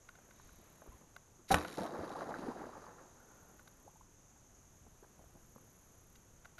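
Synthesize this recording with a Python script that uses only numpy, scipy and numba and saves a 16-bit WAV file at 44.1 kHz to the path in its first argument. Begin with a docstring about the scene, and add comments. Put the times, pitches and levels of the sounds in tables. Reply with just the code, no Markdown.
"""A large fish, hit by an arrow, thrashes in a creek a few metres off: ringing air pockets and bubble swarms.
Before that a bow is drawn and shot (struck modes, snaps) and its line whips off the reel (gated, coloured noise).
Ripples plop and cavities gulp as gliding damped rings; touches and a knock ring a head-worn camera's shell.
Cicadas hiss and katydids trill as band noise; a light wind rumbles. All is heard through a closed housing."""
import sys
import numpy as np
from scipy import signal
from scipy.fft import rfft, irfft
from scipy.io import wavfile
from scipy.ndimage import uniform_filter1d
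from numba import njit

SR = 44100
rng = np.random.default_rng(int(sys.argv[2]) if len(sys.argv) > 2 else 0)


def master_out(mix):
    """Clip the mix to full scale and print it as 16-bit PCM to the path in sys.argv[1]."""
    frames = np.transpose(np.atleast_2d(mix))
    ceiling = np.clip(frames, -1, 1)
    pcm = np.round(ceiling * 32767).astype(np.int16)
    wavfile.write(sys.argv[1], SR, pcm)


def boost_factor(decibels):
    """Convert a level in decibels to a linear amplitude factor."""
    exponent = np.asarray(decibels, float) / 20
    return 10 ** exponent


N = 290995
TIME_S = np.arange(N) / SR


def noise():
    """White noise of unit variance."""
    return rng.standard_normal(N)


def level(x, db):
    """Set the rms level."""
    return x * boost_factor(db) / np.sqrt(np.mean(x ** 2))


def colour(x, points):
    """Causal minimum-phase filter through (frequency [Hz], gain [dB]) points, built from the cepstrum."""
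    hz, db = np.transpose(np.array(points, float))
    size = 4096
    bin_hz = np.arange(size // 2 + 1) * SR / size
    gain_db = np.interp(np.log(bin_hz + 1), np.log(hz), db)
    cepstrum = irfft(gain_db * np.log(10) / 20)
    cepstrum[1:size // 2] *= 2
    cepstrum[size // 2 + 1:] = 0
    impulse = irfft(np.exp(rfft(cepstrum)))
    return signal.fftconvolve(x, impulse)[:N]


def resonate(x, peaks):
    """Sum of two-pole resonances (frequency [Hz], width [Hz], level [dB])."""
    out = 0
    for hz, width_hz, db in peaks:
        out = out + boost_factor(db) * signal.lfilter(*signal.iirpeak(hz, hz / width_hz, fs=SR), x)
    return out


def walk(rate_hz):
    """Random levels held 1 / rate_hz and slewed twice; spread near 1."""
    k = int(SR / rate_hz)
    held = np.repeat(rng.standard_normal(N // k + 1), k)
    return 1.6 * uniform_filter1d(uniform_filter1d(held, k), k)[:N]


def snap(start_s, db, width_s):
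    """One short back-and-forth pulse."""
    x = (TIME_S - start_s) / width_s
    return boost_factor(db) * x * np.exp(-x ** 2)


def swell(start_s, rise_s, hold_s, db, fade_db_s):
    """Gain of a sound that rises, holds, then fades evenly in dB."""
    rise = np.clip((TIME_S - start_s) / rise_s, 0, 1)
    fading_s = np.maximum(TIME_S - start_s - rise_s - hold_s, 0)
    return rise * boost_factor(db - fade_db_s * fading_s)


@njit
def rings(start_s, hz, t60_s, size, glide, rise_s):
    """Damped oscillators that swell over rise_s and climb by the share glide over their ring."""
    out = np.zeros(N)
    for k in range(len(start_s)):
        start = int(start_s[k] * SR)
        span = int((t60_s[k] + 3 * rise_s[k]) * SR)
        fall = np.exp(-np.log(1000) / (t60_s[k] * SR))
        grow = np.exp(-1 / (rise_s[k] * SR))
        a, b, phase = size[k], 1., 0.
        for i in range(min(span, N - start)):
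            phase += 2 * np.pi * hz[k] / SR * (1 + glide[k] * i / span)
            b *= grow
            a *= fall ** (1 - b)  # decay sets in as the swell completes
            out[start + i] += a * (1 - b) * np.sin(phase)
    return out


def strike(modes, start_s, db, rise_s, treble_db=0., centre_hz=1470., focus_db=0., knee_hz=3200):
    """One blow on a table of modes; below knee_hz it favours those near centre_hz, by focus_db per octave."""
    hz, mode_db, t60_s = np.transpose(np.array(modes, float))
    detune, scatter = rng.standard_normal((len(hz), 2)).T
    place_db = np.where(hz > knee_hz, treble_db, -focus_db * abs(np.log2(hz / centre_hz)))
    size = boost_factor(db + mode_db + place_db + 1.17 * scatter)
    one = np.ones(len(hz))
    return rings(start_s * one, hz * (1 + .012 * detune), t60_s, size, 0 * one, rise_s * one)


def swarm(count, start_s, stop_s, low_hz, high_hz, cycles, scatter_db, glide, tilt_db):
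    """Bubbles born at random, log-spread in pitch, with scattered levels; the high ones ring briefly."""
    birth, pitch, chance, length = rng.random((count, 4)).T
    hz = low_hz * (high_hz / low_hz) ** pitch
    scatter = np.minimum(-np.log(1 - chance), 4)
    size = boost_factor(scatter_db * scatter + tilt_db * np.log2(hz / low_hz)) * np.sign(length - .5)
    span_s = stop_s - start_s
    out = rings(start_s + span_s * birth, hz, cycles * (.5 + length) / hz, size, glide * length, 0.64 / hz)
    return out / np.sqrt(np.mean(out ** 2) * N / SR / span_s)


def pockets(events, glide, brood_db):
    """Air pockets ring upward; smaller bubbles torn off by the same smack start with them or just behind."""
    start_s, db, hz, cycles = np.transpose(np.array(events, float))
    glides = glide + 0 * start_s
    out = rings(start_s, hz, np.clip(cycles, 1.5, 40) / hz, boost_factor(db + 4.5), glides, 1.6 / hz)
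    for lag, ratio in zip(*rng.random((len(start_s), 8, 2)).T):
        small_hz = np.minimum(hz * (0.71 + 3.95 * ratio), 900 + 600 * ratio)
        small_size = boost_factor(db + brood_db - 2.0 * lag)
        out = out + rings(start_s + 0.027 * lag ** 3, small_hz, 6 / small_hz, small_size, glides, 0.58 / small_hz)
    return out


# colour of far leaves and water: (frequency [Hz], relative level [dB])
AIR_COLOUR = [(60, -9.5), (150, 0.5), (300, -5.5), (860, -11.5), (1500, -14.5), (2200, -20.5), (3600, -24),
              (5300, -30.5), (8200, -28.5), (9500, -29.5), (12000, -19)]
# puffs of wind: (start [s], hold [s], level [dB])
WIND_PUFFS = [(0.357, 0.19, -66.5), (5.154, .2, -64.5)]
# soft bumps against the head strap: (time [s], level [dB], width [s])
STRAP_BUMPS = [(0.894, -39.5, .005), (.952, -46, .004), (6.592, -49, 0.0038)]


def outdoors():
    """Far leaves and water, a rustle of cloth while the bow is drawn, and the rumble of the breeze."""
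    far = level(colour(noise(), AIR_COLOUR), -65.5) * boost_factor(0.48 * walk(3.65))
    lapping = swarm(count=1500, start_s=0., stop_s=6.6, low_hz=149.0, high_hz=1600, cycles=11.7,
                    scatter_db=2.0, glide=0.69, tilt_db=1.5)
    cloth = colour(noise(), [(100, -7), (300, 6), (1200, -2), (2400, -7.0), (4500, -24), (12000, -48)])
    drawn = np.exp(-((TIME_S - .6) / .5) ** 4)
    rustle = drawn * level(cloth, -70.5) * boost_factor(1.7 * walk(18.3))
    low = colour(noise(), [(10, -9.5), (28, -1.5), (60, -5), (110, -5.0), (200, -29.5), (500, -33.0), (2000, -49)])
    breeze_db, puff_rise_s, puff_fade_db_s = -68, 0.056, 90
    power = boost_factor(breeze_db) ** 2
    for start_s, hold_s, db in WIND_PUFFS:
        power = power + swell(start_s, puff_rise_s, hold_s, db, puff_fade_db_s) ** 2
    rumble = level(low, 0) * np.sqrt(power) * boost_factor(1.1 * walk(5) + 0.4 * walk(27))
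    bumps = sum(snap(*row) for row in STRAP_BUMPS)
    return far + boost_factor(-78) * lapping + rustle + rumble + bumps


# katydid phrases: (first pulse [s], last pulse [s], pulse rate [Hz], level [dB])
KATYDID_PHRASES = [(0.1085, 1.05, 35.5, -77.5), (3.033, 4.02, 35.2, -79), (5.3, 6.15, 35, -82.5),
                   (4.55, 6.36, 32.9, -82)]


def insects():
    """A smooth cicada chorus of band noise, and katydids whose wing strokes gate a high hiss."""
    band = [(6450, 1380, 0)]
    hiss = resonate(resonate(resonate(noise(), band), band), band)
    chorus = level(hiss, -70.5) * boost_factor(0.84 * walk(2.7) + 0.61 * walk(60))
    strokes = 0
    for first_s, last_s, rate_hz, db in KATYDID_PHRASES:
        along = np.clip((TIME_S - first_s) / (last_s - first_s), 0, 1)
        phrase = np.sin(np.pi * along ** 1.6) ** .3
        pulses = np.exp(1.5 * (np.cos(2 * np.pi * rate_hz * (TIME_S - first_s)) - 1))
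        strokes = strokes + boost_factor(db) * phrase * pulses
    wing = [(11550, 1500, 21), (10200, 1200, -21)]
    return chorus + 2.47 * strokes * level(resonate(resonate(noise(), wing), wing), 0)


# modes of the camera shell: (frequency [Hz], level [dB], t60 [s])
SHELL_MODES = [(726, -3, .025), (874, 4.5, 0.011), (1110, -1, 0.024), (1489, 4.5, 0.019), (2010, 1, 0.01),
               (2800, -5.5, 0.022), (3800, -6, 0.0051), (4540, -9, 0.0054), (5940, -8, 0.0042),
               (9830, -12.5, 0.0056), (12070, -10.5, 0.007)]
# gear and fingers touching the camera; at 1.648 s a knock of the bow limb:
# (time [s], level [dB], relative treble [dB], ring centre [Hz])
TOUCHES_AND_KNOCK = [(0.0885, -45.5, -14.5, 1600), (0.1528, -55, -12, 1570), (0.1865, -54, -32, 910),
                     (0.3085, -54, -13, 1620), (0.4907, -57, -21, 1290), (1.163, -45, -9.5, 1500),
                     (1.5844, -33, -14, 886), (1.6484, -32, -26, 1110), (1.6827, -46, -19, 1280),
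                     (3.5934, -52.5, -19, 1390), (3.675, -52.5, -5.5, 1250), (6.155, -56.5, -5, 2830),
                     (6.4472, -54, -13, 1440), (6.4543, -47.5, -16, 1400), (6.5817, -47.5, -11, 1410),
                     (6.5893, -45.5, -8, 1560), (6.5944, -44.5, -9, 1450)]


def touches_and_knock():
    """Each is a dry, wide click that rings the shell, with a brighter tap, weaker below, just behind."""
    out = 0
    for start_s, db, treble_db, centre_hz in TOUCHES_AND_KNOCK:
        out = out + snap(start_s + .0005, db + 1, .00012)
        out = out + snap(start_s + .0005, db + treble_db + 14, .00003)
        out = out + strike(SHELL_MODES, start_s, db - 0.5, 0.001, treble_db + 8, centre_hz, focus_db=8.5)
        tap_s = start_s + .004 * rng.random()
        out = out + strike(SHELL_MODES, tap_s, db - 5.0, 0.00064, treble_db + 19, centre_hz, focus_db=10)
    return out


# small plops and laps: (time [s], level [dB], pitch [Hz], ring [cycles])
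RIPPLE_PLOPS = [(0.288, -56, 544, 9.3), (0.398, -52.5, 950, 11), (0.586, -55.5, 235, 6),
                (0.819, -48.5, 590, 12.5), (0.861, -49, 530, 3.8), (0.874, -51.5, 252, 3.7),
                (1.013, -52, 225, 4.3), (1.392, -56, 315, 12), (4.36, -60, 800, 13),
                (4.863, -53.5, 217, 2.7), (5.025, -48.5, 378, 7.9), (5.193, -49, 204, 1.8),
                (5.24, -58, 600, 7.5), (5.351, -50, 199, 3.7), (5.56, -44.5, 226, 2.3)]


def ripples():
    """Small air pockets under ripples ring upward, each with a brood of smaller bubbles."""
    return pockets(RIPPLE_PLOPS, glide=0.49, brood_db=-1)


# draw, loose, arrow over the rest, string stopped, line running, line slack:
# (start [s], rise [s], hold [s], level [dB], fade [dB/s])
SLIDE_FORCES = [(0.323, 0.052, 0.092, -75, 25), (1.479, 0.013, .02, -53.5, 900),
                (1.508, 0.011, 0.0048, -38, 900), (1.54, .003, .004, -45, 380),
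                (1.566, 0.024, 0.26, -57.5, 300), (1.852, .04, 0.29, -66.5, 18)]
# body of the slide: (frequency [Hz], width [Hz], level [dB])
SLIDE_BODY = [(2190, 1700, -3.5), (3160, 100, -11), (3870, 370, 2), (4670, 190, -6.5), (5500, 190, -2),
              (6330, 340, -8)]
# top of the slide: (frequency [Hz], width [Hz], level [dB])
SLIDE_TOP = [(8300, 5900, 0), (10800, 1200, 0.004)]


def line():
    """Coils flick off the reel about 120 times a second over a rubbing hiss; later a faint narrow hiss lingers."""
    stretch, size = rng.standard_normal((900, 2)).T
    flicks = (np.cumsum(0.0079 * boost_factor(3.0 * stretch)) * SR).astype(int)
    inside = flicks < N
    gate = np.zeros(N)
    gate[flicks[inside]] = boost_factor(3.5 * size)[inside]
    gate = .3 + signal.lfilter([1], [1, -np.exp(-1 / (.002 * SR))], gate)
    # until the string stops, the slide is smooth
    gate[TIME_S < 1.545] = np.sqrt(np.mean(gate ** 2))
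    rub = gate * noise()
    force = np.sqrt(sum(swell(*row) ** 2 for row in SLIDE_FORCES))
    # harder is brighter, by 0.52 dB per dB about a -56.5 dB slide, up to a limit
    top_gain = np.minimum(boost_factor(-7.5) * (force / boost_factor(-56.5)) ** 0.52, boost_factor(-2))
    slide = level(resonate(rub, SLIDE_BODY), 1.0) + top_gain * level(resonate(rub, SLIDE_TOP), 1.3)
    narrow = [(1430, 160, 0)]
    linger = np.exp(-((TIME_S - 3.36) / 0.19) ** 4) * level(resonate(resonate(rub, narrow), narrow), -73)
    return force * slide + linger


# closing cavities: (time [s], level [dB], from [Hz], to [Hz], glide time [s])
CAVITY_GULPS = [(0.913, -53.5, 993, 1053, 0.028), (1.803, -30.5, 170, 232, 0.024),
                (2.045, -52, 806, 1450, 0.03), (2.115, -41, 885, 1350, 0.024),
                (2.151, -41, 617, 1200, 0.028), (2.388, -37.5, 226, 300, 0.014),
                (3.842, -62, 268, 468, 0.032), (3.863, -53, 420, 967, 0.027), (3.954, -59, 800, 954, .018),
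                (4.007, -54, 880, 1150, .011)]


def gulps():
    """A cavity that closes sings a rough rising note, reaching the upper pitch after its glide time."""
    start_s, db, from_hz, to_hz, length_s = np.transpose(np.array(CAVITY_GULPS, float))
    # rings() glides over four lengths
    notes = rings(start_s, from_hz, 3 * length_s, boost_factor(db), 4 * (to_hz / from_hz - 1), length_s / 3)
    return notes * boost_factor(4 * walk(450))


# bow limbs and riser: (frequency [Hz], level [dB], t60 [s])
LIMB_MODES = [(82, 2.5, 0.22), (169, -3.5, 0.12), (305, -8.5, 0.31), (506, -14.5, 0.44), (718, -1, 0.14),
              (1110, -6, 0.15), (1462, -3, 0.15), (2290, -22, 0.11)]


def bow():
    """Release: the riser hums as the arrow runs over the rest, the string slams home, the limbs shudder."""
    hum = rings(np.array([1.5075]), np.array([775.]), np.array([.075]), boost_factor(np.array([-16.5])),
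                np.array([.02]), np.array([.005]))
    limbs = strike(LIMB_MODES, 1.505, -39, 0.006) + strike(LIMB_MODES, 1.5375, -31.0, 0.00083)
    # the string stops dead against the limbs
    stop = snap(1.54395, -4, .00017) + snap(1.54390, -7, .000027)
    shell = strike(SHELL_MODES, 1.5442, -28, .0002, treble_db=-4.)
    click = snap(1.5163, -14, .00003)
    # the jolt shakes the camera itself
    jolt = rings(np.array([1.506, 1.538]), np.array([45., 62.]), np.array([.12, .15]),
                 boost_factor(np.array([-36., -36.])), np.zeros(2), np.array([.004, .003]))
    # loose parts chatter while the limbs settle
    chatter = swarm(count=900, start_s=1.5, stop_s=1.8, low_hz=170, high_hz=2000, cycles=5.9,
                    scatter_db=0.0, glide=0.033, tilt_db=3.0)
    onset = np.clip((TIME_S - 1.502) / 0.0055, 0, 1)
    age_s = np.maximum(TIME_S - 1.55, 0)
    settle = boost_factor(-35 - 260 * age_s) + boost_factor(-48 - 33 * age_s)
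    return hum + limbs + stop + shell + click + jolt + chatter * onset * settle


# bursting froth: (frequency [Hz], width [Hz], level [dB])
FROTH_BANDS = [(4700, 700, -2), (2920, 1100, -5), (9500, 2000, -9.5)]


def fizz():
    """Froth builds up during the thrashing and bursts with a thin hiss."""
    hiss = level(resonate(noise(), FROTH_BANDS), 0) * boost_factor(2.5 * walk(70))
    return hiss * swell(1.75, 0.26, 0.52, -71.5, 24)


def stirred(tilt_db):
    """How hard the slaps have just stirred the water; tilt_db per octave of slap pitch above 300 Hz."""
    rise_s, fade_db_s = 0.019, 254
    power = 0
    for start_s, db, hz, _ in FISH_SLAPS:
        tilted_db = db + tilt_db * max(np.log2(hz / 300), 0)
        power = power + swell(start_s - rise_s / 2, rise_s, 0, tilted_db, fade_db_s) ** 2
    return np.sqrt(power)


# large air pockets under tail and body: (time [s], level [dB], pitch [Hz], ring [cycles])
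FISH_SLAPS = [(1.78, -26.5, 277, 2), (1.849, -32.5, 296, 5.1), (1.805, -38, 110, 3.8),
              (1.927, -42, 327, 11), (1.985, -39.5, 86.4, 5.8), (2.032, -33.5, 307, 5.6),
              (2.104, -34.5, 695, 4.4), (2.209, -31.5, 1110, 5.6), (2.218, -32, 654, 10.6),
              (2.262, -41, 895, 5), (2.289, -33.5, 465, 7), (2.341, -30.5, 1430, 10),
              (2.466, -36, 403, 9.6), (2.482, -29.5, 251, 8.1), (2.55, -49, 563, 7.6),
              (2.64, -36.5, 497, 4.7), (2.819, -44.5, 461, 5.8), (2.866, -41.5, 1050, 6.8),
              (2.984, -44, 1130, 5)]


def fish():
    """Thrashing, then tiring: deep gurgle and finer spray in quick surges, stray gliding bubbles, loud slaps."""
    start_s, rise_s, hold_s, spray_lingers_s = 1.785, 0.014, 0.84, 0.058
    foam = swell(start_s, rise_s, hold_s, -60.5, 16.5)  # bubbles still surfacing afterwards
    deep = swell(start_s, rise_s, hold_s, -51.5, 77)
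    fine = swell(start_s, rise_s, hold_s + spray_lingers_s, -57, 66)
    # high slaps stir the gurgle less, the spray more
    deep = np.sqrt(deep ** 2 + foam ** 2 + (boost_factor(-13.5) * stirred(-2.5)) ** 2)
    fine = np.sqrt(fine ** 2 + foam ** 2 + (boost_factor(-19.5) * stirred(1.25)) ** 2)
    gurgle = swarm(count=3400, start_s=1.74, stop_s=3.9, low_hz=170, high_hz=800, cycles=7.2,
                   scatter_db=3.5, glide=0.8, tilt_db=5.0)
    spray = swarm(count=4200, start_s=1.74, stop_s=3.9, low_hz=730, high_hz=1800, cycles=4.0,
                  scatter_db=-0.5, glide=0.37, tilt_db=0.0)
    strays = swarm(count=130, start_s=1.74, stop_s=3.9, low_hz=300, high_hz=1200, cycles=26,
                   scatter_db=1.5, glide=0.9, tilt_db=4.5)
    surge_db = 1.8 * walk(50)
    body = boost_factor(surge_db) * (deep * gurgle + fine * spray)
    slaps = pockets(FISH_SLAPS, glide=0.13, brood_db=-8)
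    return body + boost_factor(-18.5) * deep ** 0.79 * strays + slaps


def scene():
    """Everything, with a short scatter of water and bow back from water and banks."""
    water = fish() + gulps() + ripples()
    # heard through the closed housing, water loses its treble
    near = colour(water, [(60, -1), (150, 0.5), (1700, 0.0), (2500, -7), (6000, -24)]) + bow()
    tail_s = np.arange(8000) / SR
    tail = rng.standard_normal(8000) * boost_factor(-60 * tail_s / 0.22)
    scatter = signal.fftconvolve(near, tail / np.sqrt(np.sum(tail ** 2)))[:N]
    near = near + boost_factor(-13) * scatter
    return (near + fizz() + line() + touches_and_knock() + insects() + outdoors())[None]


def band_limit(x):
    """A steep low-pass at the top of the band."""
    return signal.sosfilt(signal.butter(12, 13110, fs=SR, output="sos"), x)


# microphone port: (frequency [Hz], gain [dB])
PORT_RESPONSE = [(20, -0.5), (7000, 0), (7550, 1.5), (7950, -18), (8300, -4), (8800, 0), (12000, 0.5)]


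def record(dry):
    """The port has a notch near 8 kHz, the capsule adds its own faint hiss behind it; the top is cut steeply."""
    hiss_colour = [(100, -17), (3000, -13), (7000, 5.5), (9000, -1.0), (12000, -6.5)]
    hiss = level(colour(noise(), hiss_colour), -77)
    top_cut = signal.ellip(10, .3, 60, 12030, fs=SR, output="sos")
    mix = signal.sosfilt(top_cut, colour(dry[0], PORT_RESPONSE) + hiss)
    return band_limit(mix[None])


dry = scene()
out = record(dry)
master_out(out)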